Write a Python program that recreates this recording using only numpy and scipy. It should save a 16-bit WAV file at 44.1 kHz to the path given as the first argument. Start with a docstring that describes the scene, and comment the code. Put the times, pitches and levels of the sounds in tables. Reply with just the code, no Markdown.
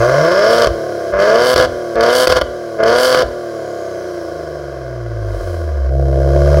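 """On an open road, microphone just behind the tailpipes of a V6 sports car.
Four blips of the throttle, a long run-down, then idle. Cylinder pulses ring the exhaust; under load
the pipe wave steepens into crackling shocks. Each lift-off pops, and the first three also stutter
with misfires. With the fuel cut the engine only pumps air and burbles, until it catches again with
a deep boom. The turbo whistles behind the exhaust, and the roadside sends back a short, dull echo."""
import sys
import numpy as np
from scipy import signal
from scipy.fft import rfft, irfft
from scipy.io import wavfile
from scipy.ndimage import uniform_filter1d

SR = 44100
rng = np.random.default_rng(int(sys.argv[2]) if len(sys.argv) > 2 else 0)


def write(x):
    x = np.atleast_2d(x).T
    wavfile.write(sys.argv[1], SR, np.round(np.clip(x, -1, 1) * 32767).astype(np.int16))


N = 291060
T = np.arange(N) / SR

# Levels in the tables are relative. 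Engine speed in Hz counts four-stroke cycles a second.
# Throttle blips. Each row: opening and shutting in seconds, starting speed in Hz, exponential growth
# per second, top speed in Hz, strain at the top from 0 to 1, extra level of the coast after it in dB.
BLIPS = [(-.2, 0.674, 14.62, 1.494, 38.93, 0.5, 3), (1.129, 1.66, 31.46, 1.05, 42.37, 0.79, 2),
         (1.957, 2.406, 37.03, .901, 42.38, 1, -0.5), (2.792, 3.228, 36, 1.07, 42.57, 0.92, 0)]
# The engine runs down and catches at idle. Each row: time in seconds, speed in Hz.
RUN_DOWN = [(3.6, 36.56), (4.0, 30.88), (4.5, 24.9), (5.0, 19.67), (5.4, 15.77), (5.7, 12.63),
            (5.87, 10.45), (5.95, 11.55), (6.15, 11.2), (6.7, 12.42)]
# Cylinders in firing order, banks alternating.
# Each row: burning level in dB, burning lag in ms, pumping level in dB, pumping lag in ms.
CYLINDERS = [(-3, 0.35, 9, -0.27), (0, 0.17, 3, 0.53), (-1.5, 0.37, 3.1, -0.019), (0, 0.032, 7.5, -0.51),
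             (-2, .15, 10.5, -0.47), (2, 0.053, -5.5, 0.5)]
# The turbo's whistle. Each row: time in seconds, pitch in Hz, level in dB.
TURBO_GLIDE = [(0, 6400, -42), (.15, 5600, -37), (.3, 5200, -32.5), (.5, 5250, -27.5), (.75, 5300, -52),
               (3.3, 7100, -67), (3.8, 6700, -52.5), (4.25, 5350, -53.5), (4.6, 5200, -57), (5, 4800, -78)]
# Slugs of gas as the throttle opens or shuts. Each row: start in seconds, level in dB, rise in seconds.
GAS_SLUGS = [(0.663, -8.5, 0.022), (1.12, -21.5, 0.033), (1.532, -17, 0.047), (1.576, -18, 0.033),
             (1.674, -23, 0.02), (1.961, -24, 0.021), (2.264, -13.5, 0.048), (2.403, -23, 0.031),
             (2.8, -27, .032), (3.224, -17, 0.027)]
# How strongly the pipes boom. Each row: engine speed in Hz, level at the rate of one bank in dB,
# level at the firing rate in dB when coasting, the same when burning.
BOOM_LEVELS = [(10.91, -54, -13, -15), (11.9, -48, -16, -10.5), (14, -36, -20, -7), (16.02, -21, -19, 8),
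               (19.8, -32, -26.5, -25.5), (25.7, -39.5, -52, -19.5), (29, -47.5, -45, -32),
               (41.7, -56, -82, -47)]
# Unburnt fuel going off in the pipe. Each row: time in seconds, crack level in dB, thud level in dB.
FUEL_POPS = [(.621, 0, -22), (0.6443, -2.5, -12), (0.6713, -3.5, 1), (1.5604, -3.5, 2), (1.5793, -1, -3),
             (1.5992, -3.5, 1.5), (1.956, -16, -6.5), (2.0087, -5.5, -22), (2.034, -4.5, -14),
             (2.2719, -0.5, -0.5), (2.2988, -3, -6), (2.323, -1.5, -2), (2.37, -4, -2.5),
             (2.4132, -9, -8.5), (2.4168, -7.5, -3.5), (2.8361, -8.5, -20), (2.8802, -8.5, -29),
             (3.0514, -9, -17), (3.1458, 0, 0.5), (3.1932, -8.5, -7), (3.2294, -16, -2.5)]
# Firings that fail. Each row: centre in seconds, half length in seconds, dip in dB.
MISFIRES = [(.655, 0.002, -13), (0.671, 0.0042, -18), (1.552, 0.0069, -15.5), (2.265, 0.008, -15),
            (2.287, 0.0039, -21), (2.347, 0.0079, -12), (2.4, .007, -23)]
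# Hard firings, one a cycle as the idle takes hold. Each row: time in seconds, boost in dB.
HARD_FIRINGS = [(6.183, 5.5), (6.271, 4.5), (6.359, 6)]
# Reflections inside the silencer. Each row: delay in seconds, share of the pulse.
BAFFLE_ECHOES = [(.0029, 0.16), (.0057, 0.11), (.0086, 0.28)]

# Resonances and broad peaks of the exhaust. Each row: centre in Hz, width in Hz, level in dB.
PIPE_MODES = [(66.2, 37, -11.5), (93.5, 50, -12), (148.2, 47, -8.5), (250.6, 58, -16), (350.1, 36, 0.9),
              (430, 66, -2), (519, 85, 3.5), (569, 82, 1), (642, 60.8, 3.5), (700, 59, -4)]  # pipes and silencer
BARK_BAND = [(674.4, 150, 2.5)]  # the band that hard pulses stress
TAILPIPE_MODES = [(1091, 259, -6), (1126, 98, -2.5), (1453, 69, -1.1), (1584, 152, -3), (2052, 177, -13.5),
                  (2340, 575, -23.5)]
OUTLET_MODES = [(3080, 226, -5), (3350, 88, -8.5), (3653, 130, -9.5), (4260, 430, -11), (4640, 200, -2.5),
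                (5220, 250, -6.5), (5830, 590, -15.5)]  # cross modes of the outlets
HISS_PEAKS = [(3147, 236, 0.5), (4080, 450, -3), (5150, 970, 1), (6080, 950, -5)]  # rushing gas
FIZZ_PEAKS = [(8180, 3200, 15), (10630, 2200, 15.7), (15100, 2500, 10.3)]  # its highest treble

# Pipe tone, rasp, crackle and fizz with the throttle open. Each row: level at the reference speed in dB,
# slope in dB per Hz of speed, change at full strain in dB, change just after opening in dB.
THROTTLE_LEVELS = [(-11, 0, -1.5, -2), (-17.5, 0.09, -2.5, -4), (-27, 0.35, 8.5, -13), (-43.5, 0, 26, -14)]
# The same four layers at idle. Each row: level as the fuel returns in dB, level once settled in dB.
IDLE_LEVELS = [(-22, -12.5), (-44.5, -28.5), (-53, -37.5), (-60, -46.5)]
# Pipe tone, rasp, hiss and fizz with the fuel cut.
# Each row: level at high speed in dB, level at low speed in dB, boost in the late rush of air in dB.
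COAST_LEVELS = [(-23, -28, 3.5), (-37, -39.5, 3), (-45.5, -51, 6), (-53.5, -61.5, 11.5)]

TORQUE_LAG_S, LIFT_LEAD_S, FLYWHEEL_S = .04, .021, .118
CATCH_S, SETTLE_S = 5.905, .63  # fuel returns, and the idle builds up to full strength
PRESSURE_S = .063  # the treble waits for pressure to build in the pipes
STRAIN_KNEE_HZ, STRAIN_FADE_S = 1.1, .17  # strain sets in this close to top speed, then eases
ROAR_HZ, ROAR_WIDTH_HZ, ROAR_DB = 37.5, 3, 2  # the pipes resonate best at this engine speed
CLIMB_LOAD, IDLE_LOAD = 3.3, .9  # load hardens the pulses; it is greatest pulling up from low speed
COAST_HIGH_HZ, COAST_LOW_HZ = 28.27, 18.8  # the flow dies down between these speeds
RUSH_S, RUSH_WIDTH_S = 5.473, .21  # a rush of air swells once, late in the run-down
NULL_HZ, NULL_WIDTH_HZ = 15.8, .74  # at this speed the firing-rate boom cancels and flips sign


def undb(db):
    """Decibels to gain."""
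    return 10 ** (np.asarray(db) / 20)


def bell(x, centre, width):
    """A rounded hump of height 1."""
    return np.exp(-((x - centre) / width) ** 2)


def curves(table, at):
    """A table's later columns, joined by straight lines along its first."""
    knots, *columns = np.transpose(table)
    return [np.interp(at, knots, column) for column in columns]


def noise():
    """White noise of unit power."""
    return rng.standard_normal(N)


def smooth(x, seconds):
    """Rounded moving average."""
    size = max(int(seconds * SR), 1)
    return uniform_filter1d(uniform_filter1d(x, size), size)


def decay(x, seconds):
    """Gives every impulse an exponential tail."""
    return signal.lfilter([1], [1, -np.exp(-1 / (seconds * SR))], x)


def steady(x):
    """Unit power over a few engine cycles; single pulses keep their relative size."""
    return x / np.sqrt(np.abs(smooth(x * x, seconds=.06)) + 1e-14)


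def ring(x, modes, size=8192):
    """Causal filter with steep-sided resonances."""
    f = np.arange(size // 2 + 1) * SR / size
    power = sum((undb(db) / (1 + ((f - hz) / width) ** 2) ** 1.5) ** 2 for hz, width, db in modes)
    cepstrum = irfft(np.log(power) / 2)
    cepstrum[1:size // 2] *= 2  # minimum phase: the ringing follows the pulse
    cepstrum[size // 2 + 1:] = 0
    response = irfft(np.exp(rfft(cepstrum)))
    return signal.fftconvolve(x, response)[:N]


def clicks(times, sizes):
    """Impulses, each shared between two neighbouring samples."""
    at = np.clip(times * SR, 0, N - 2)
    i = at.astype(int)
    return np.bincount(i, sizes * (1 - at + i), N) + np.bincount(i + 1, sizes * (at - i), N)


def roadside(x, wet_db=-19, t60=.46):
    """Farther off, the earth bank and trees scatter a short, dull echo back to the microphone."""
    age = T[:SR // 2]
    dull = signal.lfilter(*signal.butter(1, 3000, fs=SR), rng.standard_normal(len(age)))
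    tail = dull * undb(-60 * age / t60) * (age > .008)
    return x + undb(wet_db) * signal.fftconvolve(x, tail / np.linalg.norm(tail))[:N]


def turbo(width_hz=700):
    """Behind the exhaust, the turbine's breathy whistle glides with its speed."""
    hz, db = curves(TURBO_GLIDE, T)
    waver = steady(smooth(noise(), 1 / width_hz))
    return undb(db) * np.sqrt(2) * waver * np.cos(2 * np.pi * np.cumsum(hz) / SR)


def thumps(thump_hz=58, flutter_db=-5, trim_db=-7.5):
    """A slug of gas rocks the silencer at its lowest mode, with a low flutter."""
    flutter = undb(flutter_db) * steady(ring(noise(), [(75, 29, 13), (140, 41, -27)]))
    out = np.zeros(N)
    for start, db, rise in GAS_SLUGS:
        age = np.maximum(T - start, 0)
        swell = age / rise * np.exp(1 - age / rise)
        out += undb(db + trim_db) * swell * (np.sin(2 * np.pi * thump_hz * age) + flutter)
    return out


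def boom(turn, speed, burn, lead_rad=.43, overtone_db=-6, overtone_lead_rad=1.555, idle_hz=13.5):
    """The gas flow swells just before each pulse, most at low speed; idle firings sharpen its crest."""
    bank_db, coasting_db, burning_db = curves(BOOM_LEVELS, speed)
    null = np.tanh((NULL_HZ - speed) / NULL_WIDTH_HZ)
    firing = undb(burn * burning_db + (1 - burn) * coasting_db) * null
    angle = 2 * np.pi * len(CYLINDERS) * turn
    idle = smooth(burn * (speed < idle_hz), seconds=.098)
    crest = np.cos(angle + lead_rad) + idle * undb(overtone_db) * np.cos(2 * angle + overtone_lead_rad)
    return np.sqrt(2) * (undb(bank_db) * np.cos(angle / 2) + firing * crest)


def pops():
    """Unburnt fuel goes off: a crack at the outlets, right by the microphone, and a thud in the pipe."""
    times, crack_db, thud_db = np.transpose(FUEL_POPS)
    snap = clicks(times, -undb(crack_db))
    crack = snap + undb(-13) * decay(snap, seconds=.0022) * noise()
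    thud = ring(clicks(times, -undb(thud_db)), PIPE_MODES)
    return (undb(21) * ring(crack, OUTLET_MODES) + undb(26.5) * ring(crack, TAILPIPE_MODES)
            + undb(-22.5) * ring(crack, FIZZ_PEAKS) + undb(33) * thud)


def reaches_top(opens, start, growth, top):
    """The moment at which a blip arrives at its top speed."""
    return opens + TORQUE_LAG_S + np.log(top / start) / growth


def engine_speed(points=8):
    """Each blip climbs exponentially and holds; friction slows it and the flywheel rounds the corners."""
    corners = []
    for opens, shuts, start, growth, top, _, _ in BLIPS:
        times = np.linspace(opens + TORQUE_LAG_S, reaches_top(opens, start, growth, top), points)
        corners += [*zip(times, np.geomspace(start, top, points)), (shuts - LIFT_LEAD_S, top)]
    padded_time = np.arange(-SR, N + SR) / SR
    speed = np.interp(padded_time, *np.transpose(corners + RUN_DOWN))
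    return smooth(speed, FLYWHEEL_S)[SR:SR + N]


def fuel():
    """1 while fuel burns, 0 while it is cut."""
    on = sum((T > opens) & (T < shuts) for opens, shuts, *_ in BLIPS) + (T > CATCH_S)
    return smooth(1. * on, seconds=.018)


def valve_pulses(turn, pattern_db, lag_ms, uneven, scatter_db, jitter_ms):
    """A pulse as each exhaust valve opens; every cylinder has its own size and delay."""
    count = len(CYLINDERS)
    i = np.flatnonzero(np.diff(np.floor(turn * count)))
    cylinder = np.arange(len(i)) % count
    chance = rng.standard_normal((len(i), 2))
    late = (lag_ms[cylinder] + jitter_ms * chance[:, 0]) / 1000
    uneven, scatter_db = (np.broadcast_to(c, N)[i] for c in (uneven, scatter_db))
    sizes = undb(uneven * pattern_db[cylinder] + scatter_db * chance[:, 1])
    return steady(clicks(T[i] + late, -sizes))


def puffs(pulses, seconds):
    """Turbulence that follows each pulse and dies away."""
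    return steady(decay(np.abs(pulses), seconds) * noise())


def silencer(x, depth):
    """Each pulse returns a few times from the silencer's baffles."""
    return x + depth * sum(share * np.interp(T - delay, T, x, left=0) for delay, share in BAFFLE_ECHOES)


def coast_levels(speed):
    """Levels of tone, rasp, hiss and fizz, which hold at high speed and sink as the engine slows."""
    extra_db = np.zeros(N)
    for _, shuts, *_, coast_db in BLIPS:
        extra_db[T > shuts] = coast_db
    slow = np.clip((COAST_HIGH_HZ - speed) / (COAST_HIGH_HZ - COAST_LOW_HZ), 0, 1)
    rush = bell(T, RUSH_S, RUSH_WIDTH_S)
    return [high + (low - high) * slow + rush_db * rush + extra_db for high, low, rush_db in COAST_LEVELS]


def coasting(turn, speed):
    """Without fuel the cylinders pump air unevenly: a soft burble under smooth hiss."""
    tone_db, rasp_db, hiss_db, fizz_db = coast_levels(speed)
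    _, _, pattern_db, lag_ms = np.transpose(CYLINDERS)
    revs = speed / speed.max()
    pulses = valve_pulses(turn, pattern_db, lag_ms, uneven=1, scatter_db=.7, jitter_ms=.035)
    gas = puffs(pulses, seconds=.017)
    # slow gas leaves the pipes less damped and favours their low modes
    modes = [(hz, width * .7, db - 4.7 * np.log2(max(hz / 352, 1))) for hz, width, db in PIPE_MODES]
    # as the engine slows, its pulses dissolve into the flow
    flow = silencer(pulses, depth=1.5) + undb(5 - 25 * revs) * gas
    tone = steady(ring(flow, modes))
    rasp = steady(ring(gas + undb(-1) * revs * pulses, TAILPIPE_MODES))
    rush = noise() + undb(-4) * gas
    hiss = steady(ring(rush, HISS_PEAKS))
    fizz = steady(ring(rush, FIZZ_PEAKS))
    return undb(tone_db) * tone + undb(rasp_db) * rasp + undb(hiss_db) * hiss + undb(fizz_db) * fizz


def shocks(wave, power, scatter_db):
    """The steepest falling flanks of a loud pipe wave break into sharp fronts."""
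    i = np.flatnonzero((wave[:-1] > 0) & (wave[1:] <= 0))
    slope = wave[i] - wave[i + 1]
    sizes = (slope / slope.mean()) ** power * undb(scatter_db * rng.standard_normal(len(i)))
    return steady(clicks((i + wave[i] / slope) / SR, -sizes))


def burn_controls(speed, reference_hz=38):
    """Load and layer levels: dull at each opening, brighter with speed, harshest near the top."""
    opening, strain = 0, 0
    for opens, shuts, start, growth, top, top_strain, _ in BLIPS:
        held = np.maximum(T - reaches_top(opens, start, growth, top), 0)
        near_top = np.exp(np.minimum(speed - top, 0) / STRAIN_KNEE_HZ)
        strain += top_strain * near_top * np.exp(-held / STRAIN_FADE_S) * (T > opens) * (T < shuts)
        opening += np.exp(-((T - opens) / PRESSURE_S) ** 6)
    levels = [db + slope * (speed - reference_hz) + strain_db * strain + opening_db * opening
              for db, slope, strain_db, opening_db in THROTTLE_LEVELS]
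    levels[0] += ROAR_DB * bell(speed, ROAR_HZ, ROAR_WIDTH_HZ)  # pipe tone only
    settled = np.clip((T - CATCH_S) / SETTLE_S, 0, 1)
    idle_levels = [first + (last - first) * settled for first, last in IDLE_LEVELS]
    after_blips = T > RUN_DOWN[0][0]
    load = np.where(after_blips, IDLE_LOAD * settled, CLIMB_LOAD * (1 - speed / speed.max()))
    return load, np.where(after_blips, idle_levels, levels)


def burning(turn, speed):
    """Firings ring the pipes; with speed the near bank stands out and the hiss turns to crackle."""
    load, (tone_db, rasp_db, crackle_db, fizz_db) = burn_controls(speed)
    pattern_db, lag_ms, _, _ = np.transpose(CYLINDERS)
    revs = speed / speed.max()
    uneven = np.clip(3.5 * revs - .65, .1, 1)
    scatter_db = 2.2 - 1.1 * revs  # combustion is lumpy at low speed and evens out as the revs rise
    pulses = valve_pulses(turn, pattern_db, lag_ms, uneven, scatter_db, jitter_ms=.04)
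    gas = puffs(pulses, seconds=.006)
    flow = silencer(pulses, depth=1.6 * (1 - revs)) + undb(-2 - 7 * revs) * gas
    tone = steady(ring(flow + load * ring(flow, BARK_BAND), PIPE_MODES))
    fronts = shocks(tone, power=2.1, scatter_db=1.2)
    tailpipe_flow = revs * (silencer(pulses, depth=1) + .55 * fronts) + undb(1 - 14 * revs) * gas
    rasp = steady(ring(tailpipe_flow, TAILPIPE_MODES))
    # near the top of the revs the shocks take over from the smooth hiss
    sharp = np.clip(1.25 * revs - .35, 0, .9)
    spray = fronts + undb(-3) * puffs(fronts, seconds=.0012)
    rush = steady(noise() + undb(-1) * gas)
    hiss = steady(ring(rush, HISS_PEAKS))
    crackle = np.sqrt(sharp) * steady(ring(spray, OUTLET_MODES)) + np.sqrt(1 - sharp) * hiss
    fizz = steady(ring(sharp * spray + undb(1) * rush, FIZZ_PEAKS))
    # a failed firing ducks all four layers; a hard one thumps the pipe
    misfire_db = sum(db * bell(T, at, half_length) for at, half_length, db in MISFIRES)
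    hard_db = sum(db * bell(T, at, width=.012) for at, db in HARD_FIRINGS)
    return undb(misfire_db) * (undb(tone_db + hard_db) * tone + undb(rasp_db) * rasp
                               + undb(crackle_db) * crackle + undb(fizz_db) * fizz)


def scene():
    """One microphone close behind the tailpipes, as the engine passes between burning and coasting."""
    speed = engine_speed()
    turn = .1 + np.cumsum(speed) / SR  # four-stroke cycles completed
    burn = fuel()
    exhaust = burn * burning(turn, speed) + (1 - burn) * coasting(turn, speed) + pops()
    return (roadside(exhaust + turbo()) + boom(turn, speed, burn) + thumps())[None]


def record(dry, low_cut_hz=28, ceiling=.93, top_hz=15850):
    """The deepest bass is shed, the highest peaks are rounded off, and the recorder cuts the top."""
    lean = signal.sosfilt(signal.butter(2, low_cut_hz, "high", fs=SR, output="sos"), dry)
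    rounded = lean / (1 + (lean / ceiling) ** 8) ** (1 / 8)
    return signal.sosfilt(signal.ellip(10, .2, 80, top_hz, fs=SR, output="sos"), rounded)


dry = scene()
out = record(dry)
write(out)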